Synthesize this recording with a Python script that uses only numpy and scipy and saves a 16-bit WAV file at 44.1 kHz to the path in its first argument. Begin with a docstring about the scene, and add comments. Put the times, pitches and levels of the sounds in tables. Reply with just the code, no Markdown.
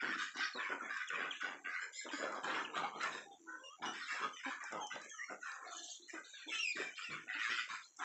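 """Hoarse quacks and low grunts of a near flock of ducks in a farmyard, heard through a phone.
Pulsed voices ring throat and chest resonances; air hisses past the bills. Tones make murmurs, whistled notes,
honks and squawks; resonant noise makes chirrs and chirps; short noise bursts make bill clicks and knocks.
Behind them far birds babble steadily as coloured puffs of air; near calls echo off fences and a shed.
The phone's noise suppressor takes the babble for noise and carves most of it away."""
import sys
import numpy as np
from scipy import signal
from scipy.fft import rfft, irfft, next_fast_len
from scipy.io import wavfile
from scipy.ndimage import uniform_filter1d

SR = 44100
rng = np.random.default_rng(int(sys.argv[2]) if len(sys.argv) > 2 else 0)


def unload_wav(signal):
    """Save mono or channel-first audio to the path in sys.argv[1] as 16-bit WAV at rate SR, clipped to [-1, 1]."""
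    wavfile.write(
        sys.argv[1],
        SR,
        np.round(np.clip(np.atleast_2d(signal).T, -1, 1) * 32767).astype(np.int16),
    )


N = 354563


def gain_of(db):
    """Decibels to an amplitude factor."""
    return 10 ** (np.asarray(db) / 20)


def evened(x):
    """Scales to rms 1."""
    return x / np.sqrt(np.mean(x ** 2) + 1e-20)


def levelled(x, size=3000):
    """Holds the running rms near 1, leaving only the fast grain."""
    power = uniform_filter1d(uniform_filter1d(x ** 2, size), size)
    return x / np.sqrt(abs(power) + 1e-20)


def curves(rows):
    """Sample times, then each further column joined by straight lines."""
    time_s, *columns = np.transpose(rows)
    t = np.arange(round(time_s[0] * SR), min(round(time_s[-1] * SR), N)) / SR
    return t, *(np.interp(t, time_s, column) for column in columns)


def add(mix, start_s, sound):
    """Mixes a sound in at start_s, cut at the end of the mix."""
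    part = mix[round(start_s * SR):][:len(sound)]
    part += sound[:len(part)]


def drift(size):
    """Slow random curve of rms 1, smoothed twice over size samples."""
    step = 20  # samples per coarse point
    coarse = rng.standard_normal(N // step + 2)
    coarse = uniform_filter1d(uniform_filter1d(coarse, size // step), size // step)
    return np.interp(np.arange(N) / step, np.arange(len(coarse)), evened(coarse))


def colour(x, points):
    """Filters by a gain curve (frequency [Hz], gain [dB]) on a log-frequency axis."""
    hz, db = np.transpose(points)
    size = next_fast_len(N)
    bin_hz = np.fft.rfftfreq(size, 1 / SR) + 1
    gain = gain_of(np.interp(np.log(bin_hz), np.log(hz), db))
    return irfft(rfft(x, size) * gain, size)[:N]


def band(x, lo_hz, hi_hz):
    """Steep band-pass."""
    return signal.sosfilt(signal.butter(4, [lo_hz, hi_hz], "band", fs=SR, output="sos"), x)


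def resonate(x, hz, width_hz):
    """Moving resonance: shifts hz down to zero, smooths with a double pole, shifts back."""
    turn = np.exp(2j * np.pi * np.cumsum(hz * np.ones(len(x))) / SR)
    r = np.exp(-np.pi * width_hz / SR)
    smooth = signal.lfilter([(1 - r) ** 2], [1, -2 * r, r * r], x * turn.conj() + 1e-18)
    return 2 * (turn * smooth).real


def ring(drive, hz, modes, fickle_db):
    """Narrow modes on a common frequency hz; each wanders in pitch and swells and fades at random."""
    out = np.zeros(N)
    for k, (factor, width_hz, db) in enumerate(modes):
        wander = 1 + .018 * drift(size=3000)
        gain = gain_of(db + fickle_db * drift(size=900))
        out += (-1) ** k * gain * evened(resonate(drive, hz * factor * wander, width_hz))
    return out


def syrinx(hz, rough, count):
    """Birds pulsing at once, rough = share of air puffs; the first leads, others come and go."""
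    out = np.zeros(N)
    for k in range(count):
        jitter = 1 + .1 * k * drift(size=6000) + .06 * drift(size=300)
        turns = np.cumsum(hz * 1.37 ** k * jitter) / SR
        pulses = np.diff(np.floor(turns), prepend=0) * gain_of(1.6 * rng.standard_normal(N))
        puffs = np.exp(-(turns % 1) / .35) * rng.standard_normal(N)
        presence = gain_of(k * (3 * drift(size=4000) - 2.5))
        out += presence * ((1 - rough) * evened(pulses) + rough * evened(puffs))
    return out


def scattered(x):
    """Blurs each pulse with short random delays whose gains drift."""
    out = x.copy()
    for lag in np.arange(30, 330, 45):  # samples
        delay_gain = gain_of(-5 - 60 * lag / SR / .04) * drift(size=1200)
        out += delay_gain * np.roll(x, lag + rng.integers(40))
    return out


def whistle(t, hz, partials):
    """Partials (multiple, level [dB]) on a wavering pitch, with an uneven throb."""
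    pitch_waver, level_waver = uniform_filter1d(rng.standard_normal((2, len(t))), 250, axis=1) * 16
    turns = np.cumsum(hz * (1 + 0.01 * pitch_waver)) / SR
    tone = sum(gain_of(db) * np.sqrt(2) * np.sin(2 * np.pi * k * turns) for k, db in partials)
    return tone * (1 + 0.21 * level_waver) * signal.windows.tukey(len(t), .3)


def call(length_s, start_db, end_db):
    """Times, share of the length, and a level bend in dB through 0 at 45 % of the length."""
    t = np.arange(0, length_s, 1 / SR)
    share = t / length_s
    return t, share, np.interp(share, [0, 0.45, 1], [start_db, 0, end_db])


def spoken(calls):
    """Attack, hold and fade: power-weighted resonance [Hz], then summed effort and side-layer gains."""
    power = np.full((len(calls[0]) - 5, N), 1e-12)  # effort, then one row per side layer
    pull = np.full(N, 1e-12 * calls[0][5])
    for start_s, attack_s, hold_s, effort_db, fade_db_per_s, hz, *sides_db in calls:
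        t = np.arange(0, attack_s + hold_s + 70 / fade_db_per_s, 1 / SR)
        rise = np.minimum(t / max(attack_s, .006), 1) ** .75
        fade_db = fade_db_per_s * np.maximum(t - attack_s - hold_s, 0)
        shape = (rise * gain_of(effort_db - fade_db)) ** 2
        add(pull, start_s, hz * shape)
        for layer, db in zip(power, [0, *sides_db]):
            add(layer, start_s, shape * gain_of(2 * db))
    return uniform_filter1d(pull / power[0], size=300), *np.sqrt(power)


# far-flock spectrum: (frequency [Hz], filter gain [dB])
BABBLE_SPECTRUM = [(59, -55), (100, -31), (283, -10.5), (642, -9.5), (1510, -9), (4520, -17), (7330, -21.5),
                   (8500, -54), (11000, -55.5), (18700, -120)]
BABBLE_RMS_DB = -54.5


def babble():
    """Far birds blur into steady, coloured puffs of air."""
    far = colour(levelled(syrinx(90, 0.99, count=2)), BABBLE_SPECTRUM)
    return gain_of(BABBLE_RMS_DB) * evened(far)


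def yard(x):
    """Sparse echoes of random sign from fences and the shed."""
    t60_s = .28
    at = np.arange(400, 12000, 20) + rng.integers(0, 20, 580)  # samples
    taps = np.zeros(12100)
    taps[at] = rng.choice([-1., 1.], len(at)) * gain_of(-60 * at / SR / t60_s)
    return signal.oaconvolve(x, taps / np.linalg.norm(taps))[:N]


def snaps(rows, lo_hz, hi_hz):
    """Band-passed noise bursts with a 22 ms 60 dB decay, each scaled to its peak."""
    out, t = np.zeros(N), np.arange(1600) / SR
    for start_s, peak_db in rows:
        snap = band(rng.standard_normal(len(t)) * gain_of(-60 * t / .022), lo_hz, hi_hz)
        add(out, start_s, gain_of(peak_db) * snap / abs(snap).max())
    return out


# bills snapping: (time [s], peak [dB])
BILL_CLICKS = [(0.3713, -38), (0.9707, -40), (1.0876, -38), (1.4077, -41), (2.3227, -39.5), (2.4429, -36.5),
               (3.033, -33), (4.6383, -36), (4.7232, -37.5), (4.8694, -33.5), (5.016, -42), (5.0958, -42),
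               (7.849, -44), (7.9696, -37.5)]


def clicks():
    """Snapping bills: high bursts."""
    return snaps(BILL_CLICKS, 5000, 9000)


# dull wide snaps: (time [s], peak [dB])
DULL_KNOCKS = [(2.845, -50), (2.871, -44), (4.775, -39.5), (4.955, -36), (5.517, -38)]


def knocks():
    """Dull snaps: lower and wider bursts."""
    return snaps(DULL_KNOCKS, 250, 5000)


# small bird's chirps: (time [s], nominal level [dB], played 10 dB lower)
CHIRPS = [(5.764, -44), (5.831, -45), (5.895, -50.5), (5.907, -45)]


def tweets():
    """A small bird's chirps: a falling tone in resonant noise, fading fast."""
    out, t = np.zeros(N), np.arange(1600) / SR
    for start_s, db in CHIRPS:
        hz = 6000 + 1150 * np.exp(-t / 0.019)
        rasp = evened(resonate(rng.standard_normal(len(t)), hz, 500)) * signal.windows.tukey(len(t), .3)
        add(out, start_s, gain_of(db - 10 - 260 * t) * (whistle(t, hz, [(0.98, 0)]) + 2.7 * rasp))
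    return out


# clear low calls: (start [s], length [s], first pitch [Hz], last pitch [Hz], nominal level [dB])
MURMUR_CALLS = [(3.455, 0.14, 168.8, 170.8, -61.5), (5.423, 0.22, 272.8, 260.7, -57.5),
                (5.592, 0.28, 335.4, 331.3, -66.5)]
# nearly closed bill: (frequency [Hz], partial level [dB])
BILL_COLOUR = [(170, -36.5), (340, -3), (700, -8.5), (1050, -5.5), (1450, 3.5), (1900, -7.5), (2400, -20.5),
               (3000, -17.5)]


def murmurs():
    """Steady harmonic stacks through a nearly closed bill, each partial with a random level offset."""
    out, (colour_hz, colour_db) = np.zeros(N), np.transpose(BILL_COLOUR)
    for start_s, length_s, first_hz, last_hz, db in MURMUR_CALLS:
        t, share, bend_db = call(length_s, 1.5, -1.2)
        partials = []
        for k in range(1, 17):
            if k * first_hz < 3000:
                partial_db = np.interp(k * first_hz, colour_hz, colour_db) + 3 * rng.standard_normal()
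                partials.append((k, partial_db))
        hz = first_hz + (last_hz - first_hz) * share
        add(out, start_s, gain_of(db + bend_db) * whistle(t, hz, partials))
    return out


# honks: (start [s], length [s], top fundamental [Hz], nominal level [dB])
HONK_CALLS = [(1.796, 0.11, 1034, -61), (1.934, 0.14, 1037, -54), (2.111, 0.19, 998, -58.5)]
# honk spectrum, no fundamental: (multiple, level [dB])
HONK_STACK = [(2, 5), (3, -26.5), (4, -1), (5, 3), (6, -40), (7, 7)]


def honks():
    """Upper partials on an arched pitch, swelling and dying away."""
    out = np.zeros(N)
    for start_s, length_s, top_hz, db in HONK_CALLS:
        t, share, swell_db = call(length_s, -10.5, -28.5)
        arch = 1 - 0.042 * (2 * share - 1) ** 2  # 4.2 % lower at both ends
        add(out, start_s, gain_of(db + swell_db) * whistle(t, top_hz * arch, HONK_STACK))
    return out


# whistled notes: (start [s], length [s], first pitch [Hz], last pitch [Hz],
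#                  level at 45 % of the length [dB], second partial re first [dB])
WHISTLED_NOTES = [ (2.087, 0.018, 3234, 2424, -50.5, -32), (2.131, 0.03, 308, 279, -43.5, -14.5),
                  (2.701, 0.0052, 2560, 3160, -45.5, -41.5), (2.672, 0.014, 1730, 1700, -48.5, -33.5),
                  (2.797, 0.03, 990, 820, -46, -23), (2.83, 0.041, 780, 855, -41.5, -30),
                  (3.301, 0.098, 3270, 3310, -64.5, -10.5), (3.242, 0.12, 808, 780, -59.5, -29),
                  (3.304, 0.082, 3600, 3510, -64, -24), (3.47, 0.15, 1880, 1837, -60, -34),
                  (3.579, .11, 1050, 1035, -59, -28), (3.681, 0.098, 3250, 3240, -64.5, -36),
                  (3.362, 0.3, 343.8, 299, -64, -10.5), (3.449, 0.12, 997, 1025, -59.5, -19),
                  (3.466, 0.13, 1468, 1523, -51, -39.5), (3.501, 0.14, 3240, 3340, -66, -41),
                  (3.629, 0.082, 2823, 2813, -54.5, -8.5), (3.585, 0.12, 514, 556, -63, -3),
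                  (3.778, 0.024, 760, 743, -60.5, -9), (3.681, 0.078, 1070, 1282, -56, -19.5),
                  (3.85, 0.081, 2920, 2960, -50.5, -4.5), (4.016, 0.078, 4390, 3520, -57, -34),
                  (4.324, 0.085, 3136, 2870, -56.5, -3.5), (4.459, 0.044, 277, 257, -49, -6.5),
                  (4.918, 0.165, 3960, 3960, -64.5, -28), (6.326, .07, 3870, 3330, -56.5, -29.5),
                  (6.391, 0.088, 4250, 4180, -63, -29), (5.234, 0.075, 4330, 4315, -68.5, -40),
                  (5.635, 0.3, 699, 714, -62.5, -27), (5.712, 0.29, 3000, 3225, -61.5, -28),
                  (5.749, 0.19, 1715, 1694, -60.5, -33), (5.988, 0.084, 345, 350, -61.5, -35),
                  (6.13, 0.043, 346, 305, -54, -10), (6.459, 0.06, 289, 337, -58, -11),
                  (6.511, 0.089, 2710, 2487, -43.5, -15.5), (6.536, 0.091, 2950, 3250, -48.5, -7.5),
                  (6.508, 0.12, 1355, 1290, -54.5, -24), (6.842, 0.065, 2413, 2300, -47, -40),
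                  (6.896, 0.11, 2900, 3290, -58.5, -30), (7.037, 0.066, 2880, 2467, -47.5, -18),
                  (7.108, 0.057, 2315, 2350, -49, -19.5), (7.346, 0.054, 299, 293.5, -57.5, -5.5), ]
THIRD_RE_SECOND_DB = 4.5


def notes():
    """Three partials gliding in pitch; the level sinks through each note."""
    out = np.zeros(N)
    for start_s, length_s, first_hz, last_hz, db, second_db in WHISTLED_NOTES:
        t, share, bend_db = call(length_s, 3.5, -2.5)
        partials = [(1, 0.0044), (2, second_db), (3, second_db + THIRD_RE_SECOND_DB)]
        hz = first_hz + (last_hz - first_hz) * share
        add(out, start_s, gain_of(db + bend_db) * whistle(t, hz, partials))
    return out


# raspy calls: (start [s], nominal level [dB], played 15 dB lower, buzz t60 [s], top resonance [Hz])
RASPY_CALLS = [(5.654, -42.5, 0.45, 4370), (5.879, -37.5, 0.23, 4630), (6.016, -40.5, 0.26, 4200),
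               (6.236, -41, 0.17, 4490), (6.72, -39, 0.25, 4440), (6.9523, -38, 0.14, 4440),
               (7.1002, -35.5, 0.13, 4420), (7.3214, -42.5, 0.29, 4500), (7.82, -39.5, 0.25, 4140)]


def chirrs():
    """Buzzing air in a resonance that shoots up and a fixed one below; a tone starts the call."""
    out, t = np.zeros(N), np.arange(9000) / SR
    for start_s, db, t60_s, top_hz in RASPY_CALLS:
        air = rng.standard_normal(len(t)) * (1 + 0.44 * np.sin(2 * np.pi * 130 * t))
        hz = top_hz - 1500 * np.exp(-t / 0.008)
        sweep = evened(resonate(air, hz, 360))
        lower = gain_of(-3.5) * evened(resonate(air, top_hz - 750, 400))
        tone = gain_of(9 - 230 * t) * whistle(t, hz, [(1, 0)])
        fade = gain_of(db - 15.0 - 60 * t / t60_s) * signal.windows.tukey(len(t), .03)
        add(out, start_s, fade * (sweep + lower + tone))
    return out


# bending squawks, one list each: (time [s], pitch [Hz], level [dB])
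SQUAWK_BENDS = [
    [(0.526, 4350, -55), (0.546, 4250, -51), (0.553, 4187, -64.5), (0.56, 3950, -49.5),
     (0.582, 3720, -50.5), (0.59, 3650, -67), (0.602, 3467, -49.5), (0.628, 3230, -54)],
    [(1.07, 3660, -60), (1.08, 3390, -49.5), (1.094, 2684, -48), (1.1, 2500, -59)],
    [(1.303, 3220, -49), (1.312, 3350, -43), (1.33, 2196, -51.5), (1.336, 1870, -59.5), (1.346, 1810, -56),
     (1.352, 2620, -54), (1.366, 3520, -55)],
    [(2.641, 2617, -49.5), (2.651, 2960, -45), (2.659, 2700, -46.5), (2.668, 2380, -54)],
    [(4.745, 1034, -60), (4.79, 1023, -48.5), (4.82, 844, -47.5), (4.86, 839, -52), (4.88, 806, -57)],
    [(4.79, 3116, -64), (4.81, 3236, -52.5), (4.88, 3063, -59.5), (4.97, 2880, -58)],
    [(5.065, 3150, -74.5), (5.1, 3306, -58), (5.16, 3028, -63), (5.2, 2850, -61), (5.36, 2720, -73.5)],
    [(5.13, 1328, -52), (5.19, 1250, -60.5), (5.21, 1180, -54.5), (5.28, 1142, -65)],
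    [(5.172, 2010, -56.5), (5.2, 1800, -45.5), (5.24, 2082, -46.5), (5.265, 2350, -67.5),
     (5.3, 1966, -51.5)],
    [(6.575, 2734, -43.5), (6.61, 2822, -38.5), (6.635, 2732, -39.5), (6.665, 2508, -41.5),
     (6.7, 2477, -39), (6.74, 2360, -46)],
]
# second partial of each squawk: (level re first [dB])
OVERTONE_DB = [-17.5, -12, -24, -20.5, -12, -2, 3.5, -22.5, -33, -10]
BREATH_DB, BREATH_WIDTH_HZ = -3, 260


def squawks():
    """A bending tone and its overtones, with breath ringing along the lowest two partials."""
    out = np.zeros(N)
    for rows, overtone_db in zip(SQUAWK_BENDS, OVERTONE_DB):
        t, hz, db = curves(rows)
        partials = [(1, 0.012), (2, overtone_db), (3, overtone_db - 2.5)]
        air = rng.standard_normal(len(t))
        breath = np.zeros(len(t))
        for k, partial_db in partials[:2]:
            breath += gain_of(partial_db) * evened(resonate(air, k * hz, BREATH_WIDTH_HZ))
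        breath *= gain_of(BREATH_DB) * signal.windows.tukey(len(t), .3)
        add(out, t[0], gain_of(db) * (whistle(t, hz, partials) + breath))
    return out


# closed-bill grunts: (start [s], attack [s], hold [s], effort [dB], fade [dB/s],
#                      chest resonance [Hz], bass re effort [dB]); rise takes at least 6 ms
GRUNT_CALLS = [(0.018, 0.0048, 0.068, -48.5, 110.5, 232, -3),
               (0.337, 0.0058, 0.049, -50.5, 236.5, 474, -14), (0.546, 0.013, 0.0063, -44.5, 303, 610, -13),
               (0.688, 0.0068, 0.051, -46.5, 287.5, 575, -20.5),
               (0.815, 0.0021, 0.035, -51.5, 173.5, 448, -27),
               (1.097, 0.031, 0.15, -51.5, 200.5, 461, -6.5), (1.424, 0.0051, 0.11, -52, 156, 482, -9.5),
               (1.631, 0.018, 0.028, -56.5, 147, 407, -21.5), (1.752, 0.015, 0.12, -60.5, 118, 550, -27),
               (2.044, 0.019, 0.02, -47.5, 290, 553, -42), (2.171, 0.058, 0.036, -43, 256, 602, -15),
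               (2.301, 0.014, 0.073, -48.5, 247, 431, -25), (2.424, 0.019, 0.13, -46.5, 76, 519, -7.5),
               (2.685, 0.024, 0.038, -59.5, 267, 379, -11.5), (2.752, 0.011, 0.09, -46.5, 305.5, 785, -2.5),
               (2.935, 0.011, 0.024, -47, 245, 508, -10), (3.019, 0.0043, 0.041, -48.5, 61, 368, -5.5),
               (3.449, 0.035, 0.12, -81.5, 159, 302, -23), (3.791, 0.056, 0.028, -47, 136.5, 484, -3),
               (4.087, 0.055, 0.014, -52.5, 230, 438, -21), (4.194, 0.045, 0.019, -47.5, 285.5, 621, -6.5),
               (4.622, 0.0047, 0.016, -54.5, 426, 894, -30.5), (4.702, 0.029, 0.05, -46, 281, 866, -5.5),
               (4.915, 0.031, 0.017, -49.5, 265, 554, -4.5), (5.032, 0.017, 0.017, -56.5, 271, 637, -22),
               (5.292, 0.013, 0.023, -46.5, 402.5, 750, -13), (5.628, 0.0041, 0.018, -56, 129.5, 780, -35),
               (6.125, 0.0063, 0.079, -58, 194.5, 330, -32), (6.462, 0.01, 0.075, -56.5, 296, 324, -18.5),
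               (6.75, 0.038, 0.028, -46.5, 250.5, 364, -8.5), (7.083, 0.0099, 0.061, -54.5, 273, 289, 10),
               (7.217, 0.0059, 0.072, -60, 288, 778, -18.5), (7.485, 0.0022, 0.0047, -47, 261, 610, -1.5),
               (7.702, 0.0054, 0.038, -61, 338.5, 652, 2.5), (7.966, 0.023, 0.039, -54.5, 252, 467, -30.5)]
# chest modes: (factor on chest resonance, width [Hz], nominal level [dB])
CHEST_MODES = [(0.599, 119, -10.5), (1.007, 175, 3.5), (1.602, 161, -4)]


def grunts():
    """Rougher pulses ring low in the chest; some shake bass loose."""
    hz, effort, bass_gain = spoken(GRUNT_CALLS)
    drive = syrinx(100 * (1 + .2 * drift(size=5000)), 0.41, count=2)
    chest = ring(drive, hz, CHEST_MODES, 6.37) + gain_of(8.5) * evened(band(drive, 147.6, 1323))
    bass = band(rng.standard_normal(N), 70, 185)
    return effort * levelled(chest) + bass_gain * levelled(bass)


TOP_FLOOR_DB = -69.5  # the whole flock's top hiss between near quacks


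def hiss(rasp_gain, top_gain):
    """Turbulent air throbs with its own pulses and rings faintly at the bill's edges."""
    air = syrinx(120, 1.0, count=2) + 2.4 * rng.standard_normal(N)
    rasp = ring(air, 5140, [(.93, 338, 0.031), (1, 358, 0), (1.07, 340, 0.03)], 4.4)
    rasp += gain_of(-0.5) * evened(band(air, 4400, 4740))
    edges = ring(air, 6800, [(.89, 380, -2), (1, 380, 1), (1.09, 380, -2)], 4.)
    edges += gain_of(1) * evened(band(air, 5080, 8600))
    top = levelled(edges) + gain_of(1.5) * levelled(band(air, 8400, 13000))
    return rasp_gain * levelled(rasp) + (top_gain + gain_of(TOP_FLOOR_DB)) * top


# near quacks: (start [s], attack [s], hold [s], effort [dB], fade [dB/s], throat resonance [Hz],
#               upper throat, rasp, top hiss, each re effort [dB]); rise takes at least 6 ms
QUACK_CALLS = [(0.0, 0.0022, 0.14, -40, 252, 1482, -14, -18, -29),
               (0.17, 0.037, 0.02, -39, 199, 1592, -9.5, -14.5, -16.5),
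               (0.335, 0.081, 0.037, -38, 319, 1588, -8.5, -10.5, -27),
               (0.543, 0.064, 0.12, -41, 247, 1458, -20, -24, -33.5),
               (0.793, 0.01, 0.057, -45.5, 248, 1398, -16.5, -45, -25.5),
               (0.885, 0.01, 0.13, -42, 350, 1590, -14.5, -20, -30),
               (1.094, 0.008, 0.16, -41, 217.5, 1496, -14, -23, -34),
               (1.31, 0.0064, 0.055, -52, 301, 1680, -2, -39, -12.5),
               (1.397, 0.014, 0.037, -41, 118.3, 1506, -11, -19, -30),
               (1.642, 0.0048, 0.19, -42, 311, 1579, -18, -22, -34),
               (1.922, 0.0061, 0.096, -54, 250, 2245, -3, -9.5, -7),
               (2.04, 0.0039, 0.055, -49.5, 242, 1380, -8, -38, -28.5),
               (2.109, 0.018, 0.043, -45, 246, 1673, -6.5, -10.5, -16.5),
               (2.181, 0.059, 0.015, -41, 171, 1325, -14, -21, -26.5),
               (2.313, 0.0069, 0.056, -46, 198, 1256, -13, -16.5, -26),
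               (2.425, 0.02, 0.07, -41.5, 209, 1347, -9, -19.5, -22),
               (2.533, 0.004, 0.037, -38.5, 138.4, 1364, -14, -21, -23.5),
               (2.729, 0.035, 0.018, -38, 246, 1262, -9, -25, -22),
               (2.831, 0.006, 0.027, -42, 296, 1210, -13.5, -25, -47),
               (2.91, 0.066, 0.053, -47.5, 196, 1227, -8, -24.5, -27),
               (2.996, 0.026, 0.035, -38.5, 260, 1426, -12.5, -20, -18),
               (3.106, 0.021, 0.026, -45.5, 154, 1410, -7, -15, -15),
               (3.457, 0.019, 0.15, -64.5, 264, 1464, -7.5, -45, -14),
               (3.62, 0.0042, 0.036, -77.5, 387, 1210, 15, -20.5, -14.5),
               (3.819, 0.0047, 0.054, -42, 193, 1338, -9.5, -18.5, -25.5),
               (3.93, 0.0033, 0.12, -46.5, 194, 1540, -8.5, -13, -18.5),
               (4.069, 0.054, 0.01, -39.5, 240, 1820, -12, -13, -16),
               (4.148, 0.061, 0.045, -40.5, 259, 1288, -11, -20.5, -25),
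               (4.36, 0.0066, 0.047, -48.5, 240, 1955, -10.5, -17, -25),
               (4.431, 0.011, 0.08, -42, 202, 1357, -15.5, -21.5, -23.5),
               (4.6, 0.0063, 0.089, -46.5, 247, 1510, -13.5, -17.5, -22.5),
               (4.71, 0.011, 0.053, -48.0, 173, 1244, -10, -20.5, -38),
               (4.899, 0.0088, 0.019, -45, 101.3, 1583, -11.5, -18.5, -26.5),
               (5.007, 0.0064, 0.12, -54.5, 198, 1780, -14.5, -28.5, -11.5),
               (5.156, 0.039, 0.042, -69.5, 317, 1950, -16.5, -14.5, -4),
               (5.273, 0.027, 0.02, -45.5, 291, 1448, -26.5, -26, -22),
               (5.397, 0.048, 0.074, -45.5, 169, 1434, -13.5, -23, -17),
               (5.604, 0.0075, 0.12, -50.5, 138.6, 1370, -17, -20.5, -21.5),
               (5.7, 0.019, 0.23, -67.5, 291, 1790, 13, -1, 10.5),
               (6.075, 0.0048, 0.044, -51.5, 140, 1984, -8.5, -13, -9),
               (6.079, 0.081, 0.023, -48.5, 232.5, 1546, -27, -26, -24),
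               (6.24, 0.01, 0.062, -56.5, 249, 1590, -2.5, -18.5, -8),
               (6.334, 0.0033, 0.09, -51, 215.3, 1500, -5.5, -39, -20),
               (6.464, 0.047, 0.05, -46, 266, 2330, 0, -19, -12.5),
               (6.615, 0.006, 0.062, -55, 274, 2590, -9, -4.5, -8),
               (6.752, 0.0022, 0.067, -42, 153, 1538, -10, -16, -17.5),
               (6.96, 0.021, 0.047, -44, 209, 1827, -8, -10.5, -18),
               (7.096, 0.0031, 0.075, -45.5, 156.3, 1438, -11, -22.5, -28.5),
               (7.25, 0.06, 0.11, -42, 198, 2006, -14.5, -23, -38.5),
               (7.37, 0.063, 0.051, -39.5, 199, 1724, -11.5, -17.5, -19),
               (7.483, 0.03, 0.094, -39, 260, 2008, -11.5, -13, -21),
               (7.684, 0.008, 0.056, -44, 160, 1394, -12, -16.5, -17.5),
               (7.978, 0.018, 0.075, -42.5, 250, 1310, -13, -23, -17)]
# leading voice: (time [s], pulse rate [1/s], upper resonance [Hz])
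LEADING_VOICE = [(0.0, 86, 3470), (0.38, 107, 3910), (1.14, 98, 2890), (1.59, 94, 2840), (1.88, 86, 3750),
                 (2.33, 100, 3274), (2.62, 105.6, 3360), (2.98, 81.6, 3320), (3.96, 152, 2935),
                 (4.5, 122, 3765), (4.75, 111, 2740), (5.6, 73, 3475), (6.34, 169, 3740),
                 (6.65, 102.5, 3190), (7.17, 91.4, 2860), (7.57, 122, 3400), (7.84, 94, 4460),
                 (8.04, 84, 3270)]
# windpipe modes: (factor on throat resonance, width [Hz], nominal level [dB])
THROAT_MODES = [(0.762, 245, -2.5), (0.993, 227, 3), (1.244, 256, -4), (1.555, 285, -3.5),
                (1.763, 271, -11)]
# upper modes: (factor on upper resonance, width [Hz], nominal level [dB])
UPPER_MODES = [(0.857, 345, -12), (1.003, 382, 1), (1.167, 416, -4)]


def quacks():
    """Pulses ring the modes of a moving throat, low and high; air hisses past the bill."""
    hz, effort, upper_gain, rasp_gain, top_gain = spoken(QUACK_CALLS)
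    rate_hz, upper_hz = (np.pad(x, (0, N - len(x)), "edge") for x in curves(LEADING_VOICE)[1:])
    drive = scattered(syrinx(rate_hz, .2, count=3))
    throat = ring(drive, hz, THROAT_MODES, 2.95) + gain_of(-3.5) * evened(band(drive, 1070, 3400))
    upper = ring(drive, upper_hz, UPPER_MODES, 3.5) + gain_of(0.5) * evened(band(drive, 2700, 4100))
    voice = effort * levelled(band(throat, 827, 2820)) + upper_gain * levelled(upper)
    return voice + hiss(rasp_gain, top_gain)


def scene():
    """Far babble, near birds and their echoes."""
    far = babble()
    clear = clicks() + knocks() + tweets() + honks() + notes() + chirrs() + squawks()
    hoarse = murmurs() + grunts() + quacks()
    echoes = yard(gain_of(-7) * hoarse + gain_of(-13) * clear)  # clear calls echo more faintly
    return (far + echoes + clear + hoarse)[None]


def suppressed(x):
    """Noise suppressor: subtracts each bin's usual quiet power, cutting by 27 dB at most."""
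    hz, _, z = signal.stft(x, SR, nperseg=1024, noverlap=768)
    power = uniform_filter1d(abs(z) ** 2, size=5, axis=0) + 1e-20
    hold = np.exp(-256 / SR / 0.025)  # 25 ms lag: bins close slowly
    power = signal.lfilter([1 - hold], [1, -hold], power, axis=1)
    noise = uniform_filter1d(np.percentile(power, 12, axis=1), size=9)
    strength = np.where(hz < 5700, 1.5, .55)  # gentler on the top band
    keep = np.clip(1 - (strength * noise)[:, None] / power, gain_of(-27), 1)
    return signal.istft(z * keep, nperseg=1024, noverlap=768)[1][:N]


# microphone response: (frequency [Hz], gain [dB])
MIC_RESPONSE = [(40, -42), (120, -22.5), (260, 0), (7600, -2), (8300, -21.5), (9000, -35.5), (11000, -38),
                (15000, -38)]
# phone's faint low noise: (frequency [Hz], filter gain [dB])
RUMBLE_SPECTRUM = [(20, -17.5), (60, -2), (120, 5), (250, -3.5), (500, -36.5)]
SELF_NOISE_DB, RUMBLE_RMS_DB, EDGE_HZ = -93, -101, 15400


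def record(dry):
    """Phone: suppressor, microphone colour, self-noise and rumble, then the band limit."""
    out = colour(suppressed(dry[0]), MIC_RESPONSE)
    out += gain_of(SELF_NOISE_DB) * rng.standard_normal(N)
    out += gain_of(RUMBLE_RMS_DB) * evened(colour(rng.standard_normal(N), RUMBLE_SPECTRUM))
    low_pass = signal.firwin(511, EDGE_HZ, window=("kaiser", 9), fs=SR)
    return signal.oaconvolve(out, low_pass, "same")[None]


dry = scene()
out = record(dry)
unload_wav(out)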